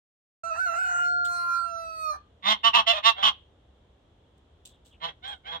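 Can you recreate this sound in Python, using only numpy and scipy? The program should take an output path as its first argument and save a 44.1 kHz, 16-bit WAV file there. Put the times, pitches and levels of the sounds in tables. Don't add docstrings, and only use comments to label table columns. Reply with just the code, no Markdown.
import sys
import numpy as np
from scipy import signal
from scipy.fft import rfft, irfft, next_fast_len
from scipy.io import wavfile
from scipy.ndimage import uniform_filter1d, map_coordinates

SR = 44100
rng = np.random.default_rng(int(sys.argv[2]) if len(sys.argv) > 2 else 0)


def pcm_store(signal):
    levels = np.round(np.clip(np.atleast_2d(signal), -1, 1) * 32767)
    wavfile.write(sys.argv[1], SR, levels.astype(np.int16).T)


N = 246959
TIME = np.arange(N) / SR
START_S, TOP_HZ = .434, 15830

# freq_hz, gain_db
AIR_SPECTRUM = [(15, -59.5), (25, -33), (42, -8), (69, -0.5), (154, -16), (250, -17), (427, -18),
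                (475, -17), (833, -23), (1150, -27.5), (2500, -36.5), (3350, -27.5), (4620, -45.5),
                (7280, -47), (15000, -69)]
# freq_hz, correlation
AIR_CORRELATION = [(60, 0.987), (240, 0.967), (950, 0.1894), (3770, 0.01), (15000, 0.028)]

# time_s, pitch_hz
CRY_CONTOUR = [(.43, 658.8), (.48, 677.9), (.62, 757.7), (.82, 736), (.95, 710.9), (1.13, 713.4),
               (1.65, 683.3), (2.05, 629.5), (2.17, 596)]
# time_s, second_harmonic_db, fundamental_db, overtones_db
CRY_PARTIALS = [(.44, -29.5, -41, -49.5), (.62, -25, -36, -49.5), (.78, -26, -33.5, -47),
                (1.0, -24, -36.5, -45), (1.23, -26.5, -36, -51), (1.33, -26, -38, -42.5),
                (1.56, -25.5, -54, -41), (1.73, -30.5, -38, -53.5), (1.96, -38.5, -52, -49.5),
                (2.12, -25, -40.5, -43.5)]
# time_s, half_harmonic_gain
CRY_PERIOD_SPLIT = [(.85, 0.23), (.95, 0.18), (1.098, 0.05), (1.281, 0), (1.35, 0.4), (1.58, 0.91),
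                    (1.72, 0.04), (1.899, 0.04)]
# time_s, hoarse_share (capped at 1)
CRY_HOARSE_MIX = [(.5, 0.45), (.9, 1.23), (1.038, 1), (1.15, 0.08)]
# freq_hz, gain_db
CRY_HOARSE_SPECTRUM = [(1750, 4.5), (2150, -4), (2650, 13.5), (3300, -28.5), (3800, -2), (4350, -8),
                       (4900, -21.5), (5700, -6), (6300, 4), (7300, -8.5), (8200, 0), (9000, -26),
                       (11000, -21), (15500, -24)]
# freq_hz, gain_db
CRY_CLEAR_SPECTRUM = [(1050, 15.5), (1750, -2), (2100, -14.5), (2550, 6.5), (3300, -61.5), (3800, -11.5),
                      (4350, 15), (4900, -17.5), (6100, -0.5), (7000, -22.5), (8200, -8), (9300, -16.5),
                      (11000, -15), (15500, -32.5)]
# time_s, half_length_s, roughness, pitch_drop_share, tone_loss_db
CRY_CRACKS = [(0.548, .048, 0.59, 0.0932, 10), (.722, .06, 0.22, 0.1003, 1.5), (0.914, 0.19, .18, 0, 1.5),
              (2.144, .035, 1.17, 0.0248, 6.5)]

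# freq_hz, left_over_right_db
MIC_SHADOW = [(200, 0), (700, 3.5), (1300, -9.5), (2400, -5), (3400, -13.5), (5000, -7.5), (8200, -0.5),
              (15000, -25)]
# freq_hz, t60_s
YARD_DECAY = [(200, .25), (1000, 0.23), (3300, 0.338), (10000, 0.034)]
# freq_hz, gain_db
WALL_REFLECTION = [(200, -7), (700, 1.5)]

# start_s, level_db, rise_s, t60_s
CHAIN_TICKS = [(1.246, -38.5, 0.0052, 0.13), (4.377, -68.5, 0.00265, 0.065), (4.652, -46.5, 0.00094, 0.17),
               (4.847, -55, 0.0122, 0.22), (5.274, -53, .003, .22)]
# freq_hz, gain_db
LINK_SPECTRUM = [(1800, -39), (2800, -4), (3600, -0.5), (5000, -11), (7000, -6.5), (8100, 1), (9200, -18),
                 (12000, -17.5), (15500, -19)]

# start_s, attack_s, hold_s, pitch_hz, roughness, squeal_from_share, squeal_to_share,
# squeal_harmonic, throat_db, bill_db, chest_db, throat_hz, bill_from_hz, bill_to_hz, bill_second_hz
HONK_CALLS = [(2.42, 0.0722, 0.03716, 216.9, 0.251, 0.088, 0, 3, -24.5, -21, -43, 867.7, 3586, 3112, 2023),
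              (2.629, 0.02087, 0.0321, 230.8, 0.1523, 0.273, 0.015, 4, -21.5, -19.5, -52.5, 1120, 2803, 2999, 2890),
              (2.725, 0.02677, 0.00926, 241.5, 0.412, 0.184, 0.037, 4, -20, -17, -54.5, 984, 2694, 2949, 2703),
              (2.759, 0.01386, 0.02676, 222.1, 0.53, 0.116, 0.069, 4, -21.5, -21.5, -49, 1100, 3168, 3136, 2675),
              (2.859, .022, 0.03443, 229.9, 0.24, .4, .7, 3, -27, -18.5, -72.5, 685.7, 3128, 2780, 3001),
              (2.915, .022, 0.0487, 210.3, 0.38, 0.96, .6, 3, -32.5, -32, -75, 630, 3194, 3423, 2574),
              (3.025, 0.0421, 0.0264, 230.6, 0.025, 0.073, 0.141, 4, -20, -16.5, -62.5, 1130, 2814, 2749, 3733),
              (3.145, 0.0484, 0.0248, 195.5, .4, .4, 0.68, 4, -37.5, -39, -72, 782.6, 3285, 3375, 3410),
              (3.219, 0.018, 0.048, 214.4, 0.506, 0.013, 0.148, 4, -23.5, -19.5, -51.5, 1192, 3062, 2917, 3222),
              (4.997, .053, .006, 166.5, 0.1934, 0, 0.053, 5, -34, -33.5, -55, 950, 3150, 3204, 4068),
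              (5.055, 0.01936, 0.0207, 160.6, 0.65, 0.61, 0.15, 5, -44.5, -41.5, -60, 1781, 3403, 3248, 2130),
              (5.217, 0.0343, 0.083, 274.5, 0.327, 0.812, 0.999, 3, -42.5, -40.5, -74.5, 1549, 3320, 3190, 3632),
              (5.433, 0.04555, 0.0468, 165.4, 0.31, 0.89, 0.96, 5, -43, -41.5, -72.5, 1592, 3143, 3290, 2147),
              (5.505, .024, .034, 168.4, .35, 0.12, 0.21, 5, -39, -38.5, -58.5, 987.9, 3180, 3382, 3693)]
# freq_hz, gain_db
THROAT_SPECTRUM = [(330, -68), (470, -21.5), (660, -6), (900, 0.5), (1150, 0), (1420, -8.5), (1650, -5),
                   (1900, -25.5), (2400, -47.5)]
# freq_hz, gain_db
RELAXED_SPECTRUM = [(300, -48.5), (500, 3), (660, -1.5), (830, -3.5), (1000, 0), (1200, -6), (1420, -3),
                    (1650, -6), (2000, -8), (2500, -27), (5000, -60)]
# freq_hz, gain_db
BILL_SPECTRUM = [(1300, -46), (1750, -8), (2080, -5.5), (2380, -14.5), (2750, 1.5), (3550, 0), (3950, 0.5),
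                 (4600, -16), (5600, -13.5), (6600, -22), (8300, -30.5), (9400, -41.5), (11500, -31.5),
                 (15500, -51)]
# freq_hz, gain_db
SHUT_BILL_FILTER = [(1500, 1.5), (2050, 12), (2600, -1), (3300, -11.5), (5000, -10.5)]
# freq_hz, gain_db
CHEST_SPECTRUM = [(110, -53.5), (155, 2), (240, 4), (400, -25), (600, -59)]

# start_s, length_s, from_hz, to_hz, level_db
BIRD_CHIRPS = [(4.677, 0.11, 3670, 3240, -63.5), (4.901, 0.072, 3635, 2523, -58.5)]


def amp(db):
    return 10 ** (np.asarray(db) / 20)


def unit(x):
    return x / np.sqrt(np.mean(x ** 2) + 1e-20)


def steady(x, size=700):
    return x / np.sqrt(np.abs(uniform_filter1d(uniform_filter1d(x ** 2, size), size)) + 1e-14)


def along(points, hz):
    freq_hz, values = np.transpose(points)
    return np.interp(np.log(hz + 1), np.log(freq_hz + 1), values)


def curves(rows):
    time_s, *columns = np.transpose(rows)
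    return [np.interp(TIME, time_s, column) for column in columns]


def wobble(rate_hz, t=TIME, upsample=8):
    fine = signal.resample_poly(rng.standard_normal(int(N * rate_hz / SR) + 4), upsample, 1)
    return np.interp(t * rate_hz * upsample, np.arange(len(fine)), fine)


def filtered(x, response):
    n = x.shape[-1]
    size = next_fast_len(n + 8192)
    return irfft(rfft(x, size) * response(np.fft.rfftfreq(size, 1 / SR)), size)[..., :n]


def equalised(x, points):
    return filtered(x, lambda hz: amp(along(points, hz)))


def resonate(x, gain_db, size=2048):
    cepstrum = irfft(np.log(amp(gain_db(np.fft.rfftfreq(size, 1 / SR)))))
    cepstrum[1:size // 2] *= 2
    cepstrum[size // 2 + 1:] = 0
    return signal.fftconvolve(x, irfft(np.exp(rfft(cepstrum))))[:len(x)]


def peak(hz, centre_hz, half_width_hz):
    return 1 / (1 + ((hz - centre_hz) / half_width_hz) ** 2)


def air(level_db=-59.5):
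    def mid_side(hz):
        angle = np.arccos(np.clip(along(AIR_CORRELATION, hz), -1, 1)) / 2
        return amp(along(AIR_SPECTRUM, hz)) * [np.cos(angle), np.sin(angle)]
    mid, side = filtered(rng.standard_normal((2, N)), mid_side)
    return amp(level_db) * unit(np.array([mid + side, mid - side]))


def long_cry(end_s=2.1736, release_s=.066, release_db=18.5, quaver_hz=36.605, flare_db_per_share=46.5):
    (pitch_hz,), (hoarse,) = curves(CRY_CONTOUR), curves(CRY_HOARSE_MIX)
    hoarse = np.clip(hoarse, 0, 1)
    rough, drop, loss_db = voice_cracks()
    pitch_hz = pitch_hz * (1 - drop)
    fade_db = release_db * np.clip(1 + (TIME - end_s) / release_s, 0, 1)
    second_db, first_db, overtones_db = curves(CRY_PARTIALS) - fade_db
    first_db = first_db - .51 * np.maximum(pitch_hz - 715.7, 0)
    quaver_depth = .018 * np.exp(-((TIME - .85) / .11) ** 2) + .0068 * hoarse
    quaver = quaver_depth * np.sin(2 * np.pi * np.cumsum(quaver_hz + 4 * wobble(24)) / SR)
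    drift = .0014 * wobble(60)
    jitter = .02 * np.sqrt(np.abs(rough)) * wobble(330)
    phase = 2 * np.pi * np.cumsum(pitch_hz * (1 + quaver + drift + jitter)) / SR
    live = (TIME > START_S - .02) & (TIME < end_s)
    overtones = cry_overtones(pitch_hz, phase, hoarse, live)
    overtones *= amp(overtones_db + flare_db_per_share * drop)
    tone = amp(second_db) * np.sin(2 * phase) + amp(first_db) * np.sin(phase)
    tone *= np.sqrt(2) * amp(-loss_db)
    rasp = 1 + rough * wobble(1200)
    cry = (tone * rasp + overtones) * live * np.clip((end_s - TIME) / .01, 0, 1)
    return equalised(cry, [(350, -29.5), (560, -1.5)])


def cry_overtones(pitch_hz, phase, hoarse, live):
    split, = curves(CRY_PERIOD_SPLIT)
    out = np.zeros(N)
    t, mix = TIME[live], hoarse[live]
    for k in np.r_[3, 5:46] / 2:
        hz = k * pitch_hz[live]
        colour_db = mix * along(CRY_HOARSE_SPECTRUM, hz) + (1 - mix) * along(CRY_CLEAR_SPECTRUM, hz)
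        flicker_db = 4.5 * wobble(13, t)
        fray_rad = k * (.015 + .09 * mix) * wobble(380, t)
        gain = amp(colour_db + flicker_db) * (split[live] if k % 1 else 1)
        out[live] += gain * np.sin(k * phase[live] + fray_rad + rng.uniform(0, 2 * np.pi))
    return steady(out)


def voice_cracks(core_offset=.18, core_width=.389):
    rough, drop, loss_db = np.zeros((3, N))
    for time_s, half_length_s, roughness, drop_share, tone_loss_db in CRY_CRACKS:
        position = (TIME - time_s) / half_length_s
        core = np.exp(-((position - core_offset) / core_width) ** 2)
        rough += roughness * core
        loss_db += tone_loss_db * core
        drop += drop_share * np.exp(-position ** 4)
    return rough, drop, loss_db


def at_microphones(x, lag_s):
    def left_right(hz):
        ratio = amp(along(MIC_SHADOW, hz))
        lead = np.exp(1j * np.pi * hz * lag_s)
        return np.array([ratio * lead, 1 / lead]) * np.sqrt(2 / (1 + ratio ** 2))
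    return filtered(x, left_right)


def pen_echo(x, early_db, tail_db, early_t60_s=.073, delay_s=.003):
    hz, frame_s, noise = signal.stft(rng.standard_normal((2, SR // 2)), SR, nperseg=256)
    decay = amp(-60 * frame_s / along(YARD_DECAY, hz)[:, None])
    tail = signal.istft(noise * decay, SR, nperseg=256)[1]
    age_s = np.arange(tail.shape[1]) / SR
    early = rng.standard_normal(tail.shape) * amp(-60 * age_s / early_t60_s)
    impulse = amp(early_db) * early / np.linalg.norm(early[0])
    impulse += amp(tail_db) * tail / np.linalg.norm(tail[0])
    delayed = np.pad(x, (round(delay_s * SR), 0))
    return equalised(signal.fftconvolve(delayed[None], impulse, axes=1)[:, :N], WALL_REFLECTION)


def chain(grain_db=3.8):
    envelope = np.zeros(N)
    for start_s, level_db, rise_s, t60_s in CHAIN_TICKS:
        age_s = np.maximum(TIME - start_s, 0)
        envelope += amp(level_db - 60 * age_s / t60_s) * (1 - np.exp(-age_s / rise_s))
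    grains = rng.standard_normal((2, N)) * amp(grain_db * wobble(500))
    return envelope * unit(equalised(grains, LINK_SPECTRUM))


def syrinx_puffs(cycles, rough, jitter_s, scatter_db=5):
    n = len(cycles)
    at = np.interp(np.arange(1, int(cycles[-1])), cycles, np.arange(n))
    size_error, time_error = rng.standard_normal((len(at), 2)).T * rough[at.astype(int)]
    size = amp(scatter_db * size_error)
    at = np.clip(at + jitter_s * SR * time_error, 0, n - 2)
    index, fraction = at.astype(int), at % 1
    return unit(np.bincount(index, size * (1 - fraction), n) + np.bincount(index + 1, size * fraction, n))


def windpipe(x, t):
    x = filtered(x, lambda hz: np.exp(1.4j * np.sin(np.pi * hz * .0015)))
    for trip_s, gain in ((.00088, .25), (.0027, .38)):
        delay_s = trip_s * (1 + .025 * wobble(14, t))
        x = x + gain * map_coordinates(x, [np.arange(len(t)) - delay_s * SR])
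    return x


def throat(x, level_db, centre_hz, peak_db=6, relax_below_db=-30, relax_range_db=6.5):
    relaxed = np.clip((relax_below_db - level_db) / relax_range_db, 0, 1)
    def gain_db(hz):
        shape_db = (1 - relaxed) * along(THROAT_SPECTRUM, hz) + relaxed * along(RELAXED_SPECTRUM, hz)
        return shape_db + peak_db * peak(hz, centre_hz, 110)
    return resonate(x, gain_db)


def bill(x, level_db, from_hz, to_hz, second_hz, progress, shut, half_width_hz=151.6):
    def ring(first_hz):
        return resonate(x, lambda hz: along(BILL_SPECTRUM, hz) + 9 * peak(hz, first_hz, half_width_hz)
                        + 8 * peak(hz, second_hz, half_width_hz))
    opened = (1 - progress) * ring(from_hz) + progress * ring(to_hz)
    voiced = (1 - shut) * opened + shut * equalised(opened, SHUT_BILL_FILTER)
    treble = filtered(voiced, lambda hz: along([(3800, .037), (4800, .947)], hz))
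    return voiced + treble * (amp(.3 * (level_db + 23)) - 1)


def honk(start_s, attack_s, hold_s, pitch_hz, roughness, squeal_from, squeal_to, squeal_harmonic,
         throat_db, bill_db, chest_db, throat_hz, bill_from_hz, bill_to_hz, bill_second_hz,
         release_s=.054, swell_db=37.5, sag_share=.2, arch_s=.068):
    t = TIME[round(start_s * SR):round((start_s + attack_s + hold_s + release_s) * SR)]
    age_s = t - start_s
    attack_left = np.maximum(1 - age_s / attack_s, 0)
    fading_s = np.maximum(age_s - attack_s - hold_s, 0)
    def envelope_db(top_db, fall_db_per_s):
        return top_db - swell_db * attack_left ** 2 - fall_db_per_s * fading_s
    arch = np.exp(-((age_s - attack_s - hold_s / 2) / arch_s) ** 2)
    hz = pitch_hz * (1 - sag_share * (1 - arch))
    progress = np.clip((age_s - attack_s) / (.57 * hold_s), 0, 1)
    rough = np.clip(roughness + .22 * (attack_left + fading_s / release_s), 0, 1)
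    squeal = np.clip(squeal_from + (squeal_to - squeal_from) * progress, 0, 1)

    cycles = np.cumsum(hz * (1 + .035 * rough * wobble(130, t))) / SR
    puffs = syrinx_puffs(cycles, rough, jitter_s=.00012)
    whistle = syrinx_puffs(cycles * squeal_harmonic, rough, jitter_s=.00007)
    hiss = unit(rng.standard_normal(len(t)) * np.exp(-2.5 * (cycles % 1)))
    piped = windpipe(np.sqrt(1 - squeal) * puffs + np.sqrt(squeal) * whistle + rough * hiss, t)

    shut = np.clip(.69 * attack_left, 0, 1)
    blown_db = envelope_db(bill_db, 849.5)
    bill_ring = bill(piped, blown_db, bill_from_hz, bill_to_hz, bill_second_hz, progress, shut)
    chest_ring = resonate(puffs, lambda hz: along(CHEST_SPECTRUM, hz))
    call = amp(envelope_db(throat_db, 718.5)) * steady(throat(piped, throat_db, throat_hz))
    call += amp(blown_db) * steady(bill_ring)
    call += amp(envelope_db(chest_db, 479)) * steady(chest_ring)
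    return call * signal.windows.tukey(len(t), .08)


def honks():
    out = np.zeros(N)
    for start_s, *voice in HONK_CALLS:
        call = honk(start_s, *voice)
        out[round(start_s * SR):][:len(call)] += call
    return out


def bird(scratch_share=.086):
    out = np.zeros(N)
    for start_s, length_s, from_hz, to_hz, level_db in BIRD_CHIRPS:
        progress = np.clip((TIME - start_s) / length_s, 0, 1)
        hz = (from_hz + (to_hz - from_hz) * progress) * (1 + scratch_share * wobble(700))
        out += amp(level_db) * np.sin(np.pi * progress) * np.sin(2 * np.pi * np.cumsum(hz) / SR)
    return out


def scene():
    cry, calls = long_cry(), honks()
    geese = at_microphones(cry, lag_s=.0004067) + at_microphones(calls, lag_s=.0004097)
    walls = pen_echo(cry, early_db=-11, tail_db=-16) + pen_echo(calls, early_db=-7, tail_db=-27)
    return geese + walls + chain() + bird() + air()


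def record(dry):
    gate = np.clip((TIME - START_S) / .005, 0, 1)
    return filtered(dry * gate, lambda hz: hz < TOP_HZ)


dry = scene()
out = record(dry)
pcm_store(out)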